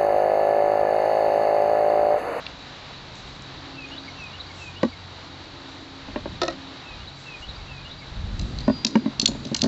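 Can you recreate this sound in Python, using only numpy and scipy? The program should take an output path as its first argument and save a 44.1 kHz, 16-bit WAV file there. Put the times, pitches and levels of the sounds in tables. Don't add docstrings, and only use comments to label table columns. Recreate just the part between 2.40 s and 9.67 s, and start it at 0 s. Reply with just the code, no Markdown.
import sys
import numpy as np
from scipy import signal
from scipy.fft import rfft, irfft
from scipy.io import wavfile
from scipy.ndimage import uniform_filter1d

SR = 44100
rng = np.random.default_rng(int(sys.argv[2]) if len(sys.argv) > 2 else 0)


def volts(x):
    e = np.asarray(x, float) / 20
    return 10 ** e


def int16_out(signal):
    q = np.round(np.clip(np.atleast_2d(signal).T, -1, 1) * 32767)
    wavfile.write(sys.argv[1], SR, q.astype(np.int16))


N = 320607

# t/s, peak level/dB, brightest f/Hz, level an octave off it/dB, wall echo/dB
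RATCHET_CLICKS = [(2.4308, -25.5, 4100, -8, -14), (5.9946, -22, 3750, 0, -7),
                  (6.1864, -21.5, 3900, -9.5, -5.5), (6.278, -31, 4800, -4.5, -8),
                  (6.4478, -3.5, 4260, -8.5, -10), (6.508, -30.5, 5700, -9, -14),
                  (6.5563, -25.5, 4140, -5, -16), (6.7977, -4.5, 4330, -7, -7.5),
                  (6.8581, -1.5, 4800, -4.5, -12.5), (6.916, -29.5, 3930, -6, -3),
                  (7.052, -23.5, 3970, -10, -7.5), (7.146, -7, 4130, -5.5, -8),
                  (7.1916, -22.5, 3890, -5, -2), (7.218, -3, 3900, -4, -9.5), (7.2372, -16, 3400, -6, -13)]
# t/s, peak level/dB, hardness/(dB per octave), level of hollow modes/dB, wall echo/dB
BOX_KNOCKS = [(2.432, -3, -4, -1, -15.5), (3.684, -26.5, -2.5, 0.5, -16), (3.76, -16, -1.5, -10, -15.5),
              (3.858, -18, -3.5, -6.5, -12), (6.28, -6, -3, 6.5, -3), (6.451, -16.5, -2.5, 8, -5.5),
              (6.555, -4.5, -1, 8.5, -18), (6.66, -10, -3, 6.5, -10.5), (6.791, -26.5, -14, -6, -23),
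              (6.829, -15.5, -12, -2.5, -18), (6.886, -16, -9.5, -6.5, -13), (6.917, -22.5, -7, -1, -17.5),
              (6.95, -25, -7, -6, -21), (7.052, -24, -10, 0, -7.5), (7.116, -15.5, -14, -8, -15),
              (7.151, -19, 7, 16, -16), (7.23, -11.5, -10, 5, -11), (7.241, -9.5, -4, 5, -4.5)]
# t/s, peak level/dB, contact length/ms, wall echo/dB
HOOK_CLANKS = [(4.016, -10, 2.76, -16), (4.032, -13, 3.0, -12), (4.08, -12.5, 3.0, -21)]
# t/s, peak level/dB, centre f/Hz
DRY_TICKS = [(0.066, -19, 2940), (0.754, -36.5, 6070), (1.021, -36.5, 6360), (1.838, -42, 7170)]
# f/Hz, relative level/dB, nominal 60 dB decay time/s
RATCHET_MODES = [(1700, -21, .006), (2200, -13, 0.011), (2720, -9, 0.015), (3420, -6.5, 0.0085),
                 (3400, -6, 0.0069), (4130, 1.5, 0.016), (4245, -2.5, 0.0074), (4800, -5, 0.015),
                 (4740, -3.5, 0.0061), (5320, -10.5, 0.0092), (5870, -7.5, 0.016), (6200, -2.5, 0.0042),
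                 (6740, -7, .008), (7260, -14, .007), (7600, -14, 0.0073)]
BOX_MODES = [(164, -13, 0.057), (226.9, 1, 0.1), (259.2, -4.5, 0.13), (326, -7.5, 0.09), (391, -4.5, 0.063),
             (500, -11.5, 0.082), (578, -2.5, 0.071), (646, -7.5, 0.061), (702, -8, 0.035),
             (830, -7, 0.047), (932, -2.5, 0.032), (955, -2, 0.025), (1132, -12, 0.074), (1430, -10, 0.012),
             (1560, -15.5, 0.086), (1834, -8, 0.038), (2115, -15.5, .025), (2406, -12.5, 0.034),
             (2840, -9, .02)]
HOOK_MODES = [(349, -1.5, 0.12), (536, -12, 0.21), (613, -6.5, 0.095), (681, -1, 0.065), (969, -5, 0.031),
              (1283, -5.5, 0.05), (1670, -15, 0.029), (1900, -11.5, 0.11), (2520, -9, 0.027),
              (2880, -8.5, 0.019), (3320, -24, .02), (3620, -8, 0.033), (3750, -11.5, .02),
              (4400, -14, .02), (4140, -5.5, 0.028), (4084, -3.5, 0.028), (4700, -13, 0.037),
              (5140, -7, 0.018), (5800, -10, 0.014), (6240, -14, 0.014), (7100, -15.5, 0.01)]
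# middle t/s, length/s, level/dB
BOX_DRONE = [(3.85, .6, -51.5), (6.1, .4, -46), (6.5, 0.76, -37.5), (6.95, .6, -44)]
# middle t/s, length/s, level/dB
STRAP_SWISHES = [(.78, 0.12, -56.5), (.9, 0.23, -65), (2.22, .3, -55), (3.35, 0.27, -66.5),
                 (4.83, .25, -61), (5.0, .12, -61), (6.1, 0.57, -65), (7.2, 0.55, -59)]
# start t/s, length/s, from f/Hz, to f/Hz, glide bend exponent, level/dB
BIRD_PHRASE = [(-.008, .12, 2770, 2430, .8, -46), (.153, .034, 2760, 3020, 1, -44.5),
               (.203, .016, 3400, 3520, 1, -49), (.217, .019, 3620, 4220, 1, -38.5),
               (.288, .014, 4600, 4750, 1, -50), (.312, .032, 2600, 2110, .25, -52)]
# t/s, level added to the whistles/dB, stretch of their spacing
BIRD_SONG = [(1.353, 6, 1.02), (1.774, 6.5, 1.014), (2.197, 7, 1.03), (4.44, 0.5, 1.05), (4.861, 6, 1.02),
             (5.288, 6, 1.03)]
# start t/s, length/s, from f/Hz, to f/Hz, level/dB
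FAR_BIRD_NOTES = [(1.47, .045, 6750, 6600, -59), (1.665, .06, 6300, 5600, -60),
                  (1.77, .06, 6000, 5700, -60)]
# centre f/Hz, width/Hz, level/dB, throb rate/Hz
INSECT_CHORUS = [(3900, 150, -55, 72), (4450, 480, -55.5, 60)]
# middle t/s, length/s, level/dB
INSECT_WHINE = [(6.255, .07, -46.5), (6.36, 0.21, -40), (6.55, 0.45, -51.5)]
# multiple of the firing rate, level/dB
ENGINE_ORDERS = [(2, -55), (3, -52.5), (6, -59.5)]
# multiple, middle t/s, length/s, level/dB
ENGINE_SWELLS = [(2, 2.63, 3.7, -47), (2, 5.5, 2.8, -51.5), (3, 1.06, 1.96, -53), (3, 5.15, 2.8, -52),
                 (3, 6.7, 2.7, -40.5), (6, .2, .7, -57), (6, 1.38, 1, -44), (6, 3.3, 1.45, -44.5),
                 (6, 4.24, 0.85, -45.5)]
# middle t/s, length/s, rumble level/dB, flutter level/dB
WIND_GUSTS = [(0.096, 0.22, -53, -66), (.9, 1, -56, -58.5), (3.905, 0.72, -45.5, -45),
              (4.605, .25, -44.5, -53), (5.16, 0.5, -39, -65), (5.456, 0.37, -50, -54.5),
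              (5.895, 0.51, -30, -40.5), (6.156, 0.67, -38.5, -37), (6.924, 0.38, -38.5, -40.5),
              (7.24, 0.16, -43, -34)]
# f/Hz, relative level/dB
AIR_SPECTRUM = [(71, -29.5), (120, -8.5), (231, -7.5), (290, -4), (436, -7.5), (839, -5.5), (1960, -10.5),
                (3270, -11), (3900, -7.5), (5090, -18.5), (7250, -29.5), (7780, -45), (8200, -51.5),
                (10700, -74), (18000, -120)]


def strike(modes, ms, peak_db, colour_db=0, ring=1, detune=0.018):
    hz, db, t60 = np.transpose(modes)[:, :, None]
    level_chance, pitch_chance, sign_chance = rng.standard_normal((3, len(modes), 1))
    delay = np.sqrt(rng.random((len(modes), 1))) * ms / 1000
    t = np.clip(np.arange(SR // 4) / SR - delay, 0, None)
    gain = volts(db + colour_db + 1.5 * level_chance) * np.sign(sign_chance)
    swell = 1 - np.exp(-t * hz / 0.38)
    tone = np.sin(2 * np.pi * hz * (1 + detune * pitch_chance) * t)
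    decay = volts(-60 * t / (t60 * ring))
    y = (gain * swell * tone * decay).sum(axis=0)
    return y * volts(peak_db) / np.abs(y).max()


def add(out, s, sound, echo_db):
    i = int(s * SR)
    out[:, i:i + len(sound)] += sound[:N - i] * volts(np.array([[0], [echo_db]]))


def band(lo_hz, hi_hz):
    sos = signal.butter(2, [lo_hz, hi_hz], "bandpass", fs=SR, output="sos")
    x = signal.sosfilt(sos, rng.standard_normal(N))
    return x / x.std()


def walk(rate):
    k = int(SR / rate)
    held = np.repeat(rng.standard_normal(N // k + 1), k)
    return 1.16 * uniform_filter1d(uniform_filter1d(held, k), k)[:N]


def swells(table):
    t = np.arange(N) / SR
    return sum(volts(db) * np.cos(np.pi * np.clip((t - s) / length, -.5, .5)) ** 2
               for s, length, db in table)


def ratchet():
    out = np.zeros((2, N))
    modes = np.tile(RATCHET_MODES, (3, 1))
    for s, db, bright_hz, focus_db, echo_db in RATCHET_CLICKS:
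        octaves_off = np.log2(modes[:, :1] / bright_hz)
        click = strike(modes, 3.5, db, focus_db * octaves_off ** 2, detune=0.04)
        add(out, s - .002, click, echo_db)
    return out


def box():
    hollow_hz, copy_db = 290, -6
    out = np.zeros((2, N))
    modes = np.tile(BOX_MODES, (2, 1))
    hz = modes[:, :1]
    is_copy = np.arange(len(modes))[:, None] >= len(BOX_MODES)
    for s, db, tilt_db, hollow_db, echo_db in BOX_KNOCKS:
        colour_db = tilt_db * np.log2(hz / BOX_MODES[1][0])
        colour_db = colour_db + hollow_db * (hz < hollow_hz) + copy_db * is_copy
        add(out, s - .002, strike(modes, 2.046, db, colour_db, ring=0.91, detune=0.035), echo_db)
    return signal.sosfilt(signal.butter(2, 120, "highpass", fs=SR, output="sos"), out)


def hook():
    out = np.zeros((2, N))
    for s, db, ms, echo_db in HOOK_CLANKS:
        add(out, s - .001, strike(HOOK_MODES, ms, db), echo_db)
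        for after in np.sort(rng.random(4)) * 0.052:
            bounce_db = db - 9.0 - 250 * after
            add(out, s + after, strike(HOOK_MODES, ms, bounce_db, ring=.7, detune=0.053), echo_db)
    return out


def ticks():
    t60_s, spread_oct = 0.011, .45
    out, off = np.zeros((2, N)), np.linspace(-1.5, 1.5, num=13)
    for s, db, hz in DRY_TICKS:
        modes = np.transpose([hz * 2 ** (spread_oct * off), -4 * off ** 2, t60_s + 0 * off])
        add(out, s - .002, strike(modes, 3.2, db, detune=0.03), echo_db=-20)
    return out


def handling():
    return swells(BOX_DRONE) * volts(2.8 * walk(25)) * band(170, 327)


def rustle():
    steady_db = -65
    return (volts(steady_db) + swells(STRAP_SWISHES)) * volts(1.3 * walk(40)) * band(4300, 7800)


def bird():
    trees_db, trees_t60_s = -34, .22
    out, flutter = np.zeros((2, N)), volts(3.5 * walk(80))
    for s, db, stretch in BIRD_SONG:
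        chances = rng.standard_normal((len(BIRD_PHRASE), 2))
        for glide, (off, push) in zip(BIRD_PHRASE, chances):
            start, length, from_hz, to_hz, bend, glide_db = glide
            u = np.linspace(0, 1, int(length * SR))
            hz = (from_hz + (to_hz - from_hz) * u ** bend) * (1 + 0.003 * off)
            shape = volts(db + glide_db + 0.5 * push) * np.sin(np.pi * u ** 1.1) ** 0.42
            tone = shape * np.sin(2 * np.pi * np.cumsum(hz) / SR)
            add(out, s + start * stretch, tone, echo_db=-13)
    t = np.arange(SR // 3) / SR
    trees = rng.standard_normal(len(t)) * volts(trees_db - 60 * t / trees_t60_s)
    out[0] += signal.fftconvolve(out[0], trees)[:N]
    return out * flutter


def far_bird():
    out = np.zeros((2, N))
    for s, length, from_hz, to_hz, db in FAR_BIRD_NOTES:
        u = np.linspace(0, 1, int(length * SR))
        phase = 2 * np.pi * np.cumsum(from_hz + (to_hz - from_hz) * u) / SR
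        add(out, s, volts(db) * np.sin(np.pi * u) * np.sin(phase), echo_db=-9)
    return out * volts(5 * walk(300))


def wall(x):
    wall_s = .0184
    slats_db, slats_t60_s, yard_db, yard_t60_s = -23, 0.061, -42, 0.48
    t = np.arange(SR // 3) / SR
    late = np.clip(t - wall_s, 0, None)
    decay = volts(slats_db - 60 * late / slats_t60_s) + volts(yard_db - 60 * late / yard_t60_s)
    echo = (t > wall_s) * rng.standard_normal(len(t)) * decay
    echo = np.diff(echo, prepend=0)
    echo[int(wall_s * SR)] = 1
    return x[0] + signal.fftconvolve(x[1], echo)[:N]


def insects():
    whine_hz = 4800
    out, t = 0, np.arange(N) / SR
    for hz, width_hz, db, rate in INSECT_CHORUS:
        throb = 1 + 0.71 * np.sin(2 * np.pi * rate * t + 2.2 * walk(2.3))
        out = out + volts(db + 1.2 * walk(5)) * throb * band(hz - width_hz / 2, hz + width_hz / 2)
    whine = np.sin(2 * np.pi * whine_hz * t + 1.2 * walk(36))
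    return out + np.sqrt(2) * swells(INSECT_WHINE) * whine


def engine():
    firing_hz = 45.15
    phase = 2 * np.pi * np.cumsum(firing_hz * (1 + 0.0026 * walk(2.45))) / SR
    lines = 0
    for multiple, db in ENGINE_ORDERS:
        rows = [row[1:] for row in ENGINE_SWELLS if round(row[0]) == round(multiple)]
        gain = volts(db) + swells(rows)
        lines = lines + gain * volts(2.5 * walk(8)) * np.sin(round(multiple) * phase)
    roar = volts(-5.5) * gain * band(280, 345)
    return lines + roar


def wind():
    breeze_rumble_db, breeze_flutter_db, lump_db = -53.5, -50.5, 3.5
    rows = np.array(WIND_GUSTS)
    rumble = swells(rows[:, [0, 1, 2]]) * volts(lump_db * walk(12))
    flutter = swells(rows[:, [0, 1, 3]]) * volts(lump_db * walk(20))
    low = (volts(breeze_rumble_db) + rumble) * band(30, 85)
    return low + (volts(breeze_flutter_db) + flutter) * band(70, 199.4)


def air():
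    start_db, fade_db_per_s = -41.5, -0.34
    hz, db = np.transpose(AIR_SPECTRUM)
    f = np.arange(N // 2 + 1) * SR / N
    shape = volts(np.interp(np.log(f + 1), np.log(hz), db))
    hiss = irfft(rfft(rng.standard_normal(N)) * shape, N)
    level_db = start_db + fade_db_per_s * np.arange(N) / SR + .8 * walk(16)
    return volts(level_db) * hiss / hiss.std()


def scene():
    echoed = wall(ratchet() + box() + hook() + ticks() + bird() + far_bird())
    unechoed = handling() + rustle() + insects() + engine() + wind() + air()
    return (echoed + unechoed)[None]


def roll_off(x):
    return signal.sosfilt(signal.butter(12, 8430, fs=SR, output="sos"), x)


def record(dry):
    mix = signal.sosfilt(signal.cheby1(10, 1, 7730, fs=SR, output="sos"), dry)
    return roll_off(mix)


dry = scene()
out = record(dry)
int16_out(out)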